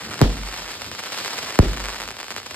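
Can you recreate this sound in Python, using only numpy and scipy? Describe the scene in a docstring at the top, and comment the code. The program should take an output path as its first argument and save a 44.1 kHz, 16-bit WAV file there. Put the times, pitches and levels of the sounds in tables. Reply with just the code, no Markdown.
"""Fireworks cake under a metal roof.

Two shells bang as pressure jumps with sharp cracks; noise bands form their echo tails, sines the roof hum.
Burning stars overhead crackle as coloured clicks, dense or as loud single pops, over a noise hiss.
Far echoes of earlier shells rumble as low noise. A two-port microphone gives the stereo image;
it delays the bass, and its limiter holds the bangs down."""
import sys
import numpy as np
from scipy import signal
from scipy.fft import rfft, irfft
from scipy.io import wavfile
from scipy.ndimage import uniform_filter1d, minimum_filter1d

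SR = 44100
rng = np.random.default_rng(int(sys.argv[2]) if len(sys.argv) > 2 else 0)


def pcm_store(signal):
    """Save signal as 16-bit PCM."""
    levels = np.round(np.clip(np.atleast_2d(signal), -1, 1) * 32767)
    wavfile.write(sys.argv[1], SR, levels.astype(np.int16).T)


N = 112454
T = np.arange(N) / SR
SIZE = 2 ** 17  # FFT length
HZ = np.maximum(np.arange(SIZE // 2 + 1) * SR / SIZE, 1)


def from_db(db):
    """Amplitude factor of a level in dB."""
    return 10 ** (np.asarray(db) / 20)


def at_hz(points, hz):
    """Table value at hz, interpolated over log frequency."""
    table_hz, values = np.transpose(points)
    return np.interp(np.log(hz), np.log(table_hz), values)


def in_time(rows):
    """Each column of a time table, interpolated to every sample."""
    start_s, *columns = np.transpose(rows)
    return [np.interp(T, start_s, column) for column in columns]


def rms_one(x):
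    """Scale to an RMS of one."""
    return x / np.sqrt(np.mean(x ** 2) + 1e-20)


def wander(window):
    """Slow random curve of RMS one: noise averaged twice over a window in samples."""
    once = uniform_filter1d(rng.standard_normal(N), size=window)
    return rms_one(uniform_filter1d(once, size=window))


def through(x, response):
    """Filter by a frequency response."""
    return irfft(rfft(x, SIZE) * response, SIZE)[..., :N]


def causal(points):
    """Minimum-phase response with the given colour, by folding its cepstrum."""
    cepstrum = irfft(np.log(from_db(at_hz(points, HZ))), SIZE)
    cepstrum[1:SIZE // 2] *= 2
    cepstrum[SIZE // 2 + 1:] = 0
    return np.exp(rfft(cepstrum))


def after(start_s, swell_s, t60_s):
    """Envelope that swells from start_s and decays exponentially."""
    t = np.maximum(T - start_s, 0)
    return (1 - np.exp(-t / swell_s)) * from_db(-60 * t / t60_s)


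# Phase between the microphone ports. Each row: frequency in Hz, lead of left over right in radians.
PORT_LEAD = [(100, 0), (500, -.3), (1400, -.3), (2000, .7), (2800, 1.5), (5000, 2), (6000, 3.1), (7600, 6),
             (9000, 7.4), (10200, 9.4), (12500, 12.3), (14600, 15.7)]
# Level between the ports. Each row: frequency in Hz, left minus right in dB.
PORT_LEVEL = [(500, -.3), (1200, 2.2), (2000, 0), (2800, -2), (6000, -.3)]


def ports(lead_ms, lead_rad=0):
    """Left and right port responses; the arguments add to the left lead."""
    lead = at_hz(PORT_LEAD, HZ) + lead_rad + 2 * np.pi * HZ * lead_ms / 1000
    phase = np.exp(.5j * np.outer([1, -1], lead))
    return phase * from_db(np.outer([.5, -.5], at_hz(PORT_LEVEL, HZ)))


# Far echoes. Each row: time in seconds, level in dB before the wander.
RUMBLE_LEVEL = [(0, -45), (.2, -45), (.9, -54), (1.5, -51.5), (2.0, -51), (2.55, -55)]
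# Far echo spectrum. Each row: frequency in Hz, relative level in dB per Hz.
RUMBLE_SPECTRUM = [(30, -53), (60, -0.5), (90, 4.5), (150, -2), (300, 0), (600, -11.5), (2000, -76)]
RUMBLE_WANDER_DB = 5.0


def rumble():
    """Far echoes of earlier shells merge into low noise of wandering level."""
    noise = rms_one(through(rng.standard_normal(N), causal(RUMBLE_SPECTRUM)))
    return from_db(in_time(RUMBLE_LEVEL)[0] + RUMBLE_WANDER_DB * wander(window=4000)) * noise


# Hum onsets. Each row: start in seconds, level in dB.
HUM_STARTS = [(0.241, -16), (1.645, -17.5)]
# Roof modes. Each row: frequency in Hz, level in dB relative to the hum, T60 in seconds.
ROOF_MODES = [(43.85, -4.5, 0.81), (48.8, -0.5, 0.79), (49.5, -6, 0.23)]
HUM_SWELL_S = 0.0067


def roof():
    """Close low modes of the roof, set humming by each shell, beat against each other."""
    hum = np.zeros(N)
    for start_s, hum_db in HUM_STARTS:
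        for hz, mode_db, t60_s in ROOF_MODES:
            sine = np.sin(2 * np.pi * hz * (T - start_s))
            hum += from_db(hum_db + mode_db) * after(start_s, HUM_SWELL_S, t60_s) * sine
    return hum


# Shell echoes. Each row: start in seconds, level in dB, tilt in dB per octave above the lowest band,
# T60 factor.
ECHO_TAILS = [(0.215, -21.5, 1, 0.74), (1.616, -24, 0.2, 0.79)]
# Tail spectrum. Each row: frequency in Hz, noise band gain in dB.
TAIL_GAIN = [(60, 11), (140, 15), (250, 19), (400, 17), (700, 9.5), (1500, 1), (4000, -2.5), (12000, -32)]
# Tail decay. Each row: frequency in Hz, T60 in seconds before the tail's factor.
TAIL_DECAY = [(60, 1), (150, 0.98), (400, 0.48), (1500, 0.23), (8000, 0.52)]
TAIL_SWELL_S = 0.0073
TAIL_FULL_WIDTH_HZ = 1500


def tails():
    """Neighbourhood echoes: half-octave noise bands, each with its own decay, wider with frequency."""
    out = np.zeros((2, N))
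    edges_hz = 60 * 2 ** np.arange(0, 8.1, .5)
    white = rng.standard_normal((2, 2, N))  # neighbouring bands take different noise
    for k, (low_hz, high_hz) in enumerate(zip(edges_hz, edges_hz[1:])):
        band = signal.butter(2, [low_hz, high_hz], "band", fs=SR, output="sos")
        mid, side = signal.sosfilt(band, white[k % 2])
        hz = np.sqrt(low_hz * high_hz)
        shape = np.zeros(N)
        for start_s, db, tilt_db, t60_factor in ECHO_TAILS:
            t60_s = t60_factor * at_hz(TAIL_DECAY, hz)
            shape += from_db(db + tilt_db * k / 2) * after(start_s, TAIL_SWELL_S, t60_s)
        width = min(hz / TAIL_FULL_WIDTH_HZ, 1)
        out += from_db(at_hz(TAIL_GAIN, hz)) * shape * (mid + width * side * [[1], [-1]])
    return out


# Burning stars and far crackle. Each row: time in seconds, level in dB before flicker and swell.
HISS_LEVEL = [(0.0, -37), (0.41, -36.5), (0.8, -37), (1.02, -35.5), (1.21, -31.5), (1.38, -31),
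              (1.57, -34.5), (1.9, -36.5), (2.15, -40.5), (2.55, -38.5)]
# Hiss spectrum. Each row: frequency in Hz, relative level in dB per Hz.
HISS_SPECTRUM = [(40, -20), (90, -15), (250, -11.5), (600, -7), (1500, -9), (3000, -5.5), (5000, -5),
                 (8000, -17), (13000, -21), (16000, -46)]
# Likeness of the hiss at the two ports. Each row: frequency in Hz, shared share of power, clipped to 0-1.
HISS_SHARED = [(200, 1), (1000, 0.58), (3000, 0), (6000, 1), (12000, 1)]
HISS_FLICKER_DB = 1.5
HISS_FOLLOW_POWER, SCATTER_S = 0.12, 0.004


def hiss(relative_clicks):
    """Flickering noise, partly shared by the ports, swells with the scattered echoes of each pop."""
    shared, *own = rng.standard_normal((3, N))
    alike = np.clip(at_hz(HISS_SHARED, HZ), 0, 1)
    noise = through(shared, np.sqrt(alike) * ports(0)) + through(np.array(own), np.sqrt(1 - alike))
    noise = rms_one(through(noise, causal(HISS_SPECTRUM)))
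    r = np.exp(-1 / (SCATTER_S * SR))
    busy = signal.lfilter([1 - r], [1, -r], relative_clicks ** 2)
    swell = rms_one((busy + 0.5) ** HISS_FOLLOW_POWER)
    return swell * from_db(in_time(HISS_LEVEL)[0] + HISS_FLICKER_DB * wander(window=600)) * noise


# Loudest star pops. Each row: time in seconds, click level in dB before POP_GAIN_DB.
LOUD_POPS = [(0.0382, -36), (0.0578, -33), (0.0852, -27), (0.109, -23.0), (0.1153, -25), (0.1292, -22),
             (0.142, -16.5), (0.1921, -14.5), (0.3274, -30), (0.357, -24), (0.3696, -21), (0.374, -23),
             (0.3848, -24), (0.427, -27), (0.435, -20), (0.4745, -20), (0.5262, -18), (0.53, -21.5),
             (0.5355, -21.0), (0.5411, -16), (0.5538, -28), (0.5758, -20), (0.5881, -18.5), (0.6025, -29),
             (0.6312, -24), (0.6482, -28), (0.656, -23.0), (0.6624, -21), (0.6687, -24), (0.6786, -21),
             (0.6849, -21.0), (0.691, -21), (0.6981, -27), (0.711, -21.5), (0.7169, -23), (0.7332, -22.0),
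             (0.736, -24.5), (0.7408, -23), (0.7531, -20), (0.8117, -22), (0.8188, -15), (0.8446, -21.5),
             (0.8637, -22), (0.9154, -16), (0.9384, -23), (0.95, -19), (0.959, -30), (0.9856, -21.5),
             (0.9912, -16.5), (0.9955, -17.5), (1.002, -19.5), (1.0371, -16), (1.0597, -19.5),
             (1.0643, -19), (1.0695, -18.5), (1.1005, -29), (1.1223, -17.5), (1.1435, -16), (1.176, -15),
             (1.1867, -17), (1.2021, -17), (1.217, -23), (1.2479, -14.5), (1.2597, -16.0), (1.264, -24.5),
             (1.2794, -13), (1.2879, -23), (1.3325, -17.5), (1.337, -19.0), (1.3456, -22), (1.3741, -22),
             (1.382, -18.0), (1.3884, -12), (1.4342, -18), (1.442, -22), (1.4616, -20), (1.4714, -22),
             (1.4855, -24), (1.4972, -20), (1.4997, -22), (1.5037, -20.0), (1.5066, -16), (1.5244, -27),
             (1.549, -20.0), (1.5569, -14), (1.67, -25), (1.6847, -23), (1.7085, -31), (1.718, -25),
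             (1.7215, -24.5), (1.7331, -17), (1.7654, -22), (1.7729, -15), (1.7806, -19), (1.797, -19.0),
             (1.8023, -16), (1.8077, -19), (1.812, -24), (1.841, -16.5), (1.8487, -16), (1.8567, -14),
             (1.8602, -21), (1.8657, -18.0), (1.8805, -23), (1.8856, -13), (1.8926, -16), (1.9025, -20),
             (1.9278, -20), (1.9339, -19), (1.9452, -18), (1.9553, -21), (1.9596, -17.5), (1.9636, -19.5),
             (1.9825, -21), (1.9871, -20), (2.0016, -15.0), (2.0072, -16.5), (2.012, -30), (2.018, -15),
             (2.028, -19.5), (2.0364, -19.0), (2.0558, -22), (2.0659, -36), (2.0773, -17), (2.0879, -17),
             (2.1064, -17), (2.1139, -19.0), (2.1677, -20.5), (2.186, -23), (2.1903, -20), (2.2014, -17),
             (2.2066, -19.5), (2.2134, -20.0), (2.23, -17.0), (2.2433, -20.0), (2.2827, -19), (2.2944, -27),
             (2.3056, -14), (2.3156, -17.5), (2.3222, -18), (2.364, -12.5), (2.376, -19.0), (2.381, -15.5),
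             (2.3834, -23), (2.4309, -24.5), (2.4619, -20.5), (2.4659, -20), (2.5092, -19.5),
             (2.5121, -18.0), (2.5443, -18.5)]
# Crackle of other stars. Each row: time in seconds, RMS click level in dB, pops per second before clumping.
CRACKLE_RATE = [(0.0, -32.5, 730), (0.4, -31, 630), (0.82, -36, 350), (0.99, -40.5, 630), (1.15, -28, 440),
                (1.37, -27, 500), (1.8, -31, 460), (2.28, -47, 310), (2.55, -41, 560)]
POP_GAIN_DB = 17
POP_SPREAD_DB, CLUMP_DB = 4.5, 4


def star_clicks():
    """Clumped random clicks plus the loud pops; also returns them relative to the crackle level."""
    level_db, pops_per_s = in_time(CRACKLE_RATE)
    sizes = from_db(POP_SPREAD_DB * np.minimum(rng.exponential(1, N), 3))
    chance = pops_per_s * from_db(CLUMP_DB * wander(window=500)) / SR
    clicks = from_db(level_db) * rms_one(sizes * (rng.random(N) < chance))
    pop_s, pop_db = np.transpose(LOUD_POPS)
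    clicks[(pop_s * SR).astype(int)] = from_db(pop_db + POP_GAIN_DB)
    return clicks, clicks / from_db(level_db)


# Pop spectrum. Each row: frequency in Hz, gain in dB.
POP_SPECTRUM = [(60, -24.5), (220, -5.5), (500, 0), (1400, 2), (2200, 1), (3500, -5.5), (5000, -5),
                (8000, -10.5), (13000, -22), (16000, -27)]
# Near echoes off roof, ground and wall. Each row: delay in seconds, level in dB.
NEAR_ECHOES = [(.0021, -27.5), (0.0099, -13), (.037, -10)]
PATCH_STEP_MS = 0.0092  # port lead from one patch of sky to the next


def pops(clicks):
    """Coloured clicks from five patches of sky, each with near echoes."""
    patch = rng.integers(-2, 3, N)
    echoes = sum(from_db(db) * np.exp(-2j * np.pi * HZ * delay_s) for delay_s, db in NEAR_ECHOES)
    colour = causal(POP_SPECTRUM) * (1 + echoes)
    return sum(through(clicks * (patch == k), colour * ports(k * PATCH_STEP_MS)) for k in range(-2, 3))


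def stars():
    """Burning stars: the same clicks sound as pops and drive the swell of the hiss."""
    clicks, relative_clicks = star_clicks()
    return hiss(relative_clicks) + pops(clicks)


# Blast fronts, with the thud before and slap-backs after. Each row: start in seconds, jump level in dB,
# rise in ms, sag corner in Hz, crack level in dB.
BLAST_FRONTS = [(0.2085, -2, 0.32, 89, -51), (.2150, 5.5, 0.057, 92, 6), (0.2221, 6.5, 0.54, 44.5, -5),
                (1.5896, 8, 0.064, 50, 5), (1.6005, -2.5, 0.21, 60, -21), (1.6275, -0.5, 0.39, 200, -30)]
# Crack spectrum. Each row: frequency in Hz, gain in dB.
CRACK_SPECTRUM = [(300, 14), (1500, -19.5), (4000, 10.5), (8000, -1), (13000, -5), (16500, -12)]


def blasts():
    """Each front is a sharp crack on a pressure jump that sags back exponentially."""
    jumps, cracks = np.zeros(N), np.zeros(N)
    for start_s, jump_db, rise_ms, sag_hz, crack_db in BLAST_FRONTS:
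        sag_t60_s = np.log(1000) / (2 * np.pi * sag_hz)
        jumps += from_db(jump_db) * after(start_s, rise_ms / 1000, sag_t60_s)
        cracks[int(start_s * SR)] = from_db(crack_db)
    return jumps + through(cracks, causal(CRACK_SPECTRUM))


# Bass of the shells and roof reaches the right port earlier. Each row: frequency in Hz,
# added left lead in radians.
BASS_LEAD = [(60, -.32), (200, -.55), (500, -.95), (1000, -.7), (1500, -.4), (2000, 0)]


def scene():
    """Sum of all sources at the two ports."""
    shells_and_roof = through(blasts() + roof(), ports(0, at_hz(BASS_LEAD, HZ)))
    return rumble() + tails() + stars() + shells_and_roof


BASS_DELAY_LOW_HZ, BASS_DELAY_HIGH_HZ = 50.7, 890  # outer all-pass corners
LOW_CUT_HZ, STOPBAND_HZ = 40, 16600
LIMIT_DB, RELEASE_DB_PER_S, ATTACK_S = -1, 400, .0003


def record(dry):
    """All-pass stages delay the bass, lows are cut, a limiter holds the peaks, the top is cut."""
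    corners_hz = np.geomspace(BASS_DELAY_LOW_HZ, BASS_DELAY_HIGH_HZ, num=9)
    delay = np.prod([(1j * HZ - hz) / (1j * HZ + hz) for hz in corners_hz], axis=0)
    low_cut = -HZ ** 2 / (LOW_CUT_HZ ** 2 - HZ ** 2 + np.sqrt(2) * 1j * HZ * LOW_CUT_HZ)
    x = through(dry, delay * low_cut)
    over_db = np.maximum(20 * np.log10(np.abs(x).max(axis=0) + 1e-9) - LIMIT_DB, 0)
    over_db = -minimum_filter1d(-over_db, size=89)  # maximum within 1 ms either side
    release_db = RELEASE_DB_PER_S * T
    held_db = np.maximum.accumulate(over_db + release_db) - release_db
    r = np.exp(-1 / (ATTACK_S * SR))
    x = x * from_db(-signal.lfilter([1 - r], [1, -r], held_db))
    return signal.sosfilt(signal.cheby2(12, 70, STOPBAND_HZ, fs=SR, output="sos"), x)


dry = scene()
out = record(dry)
pcm_store(out)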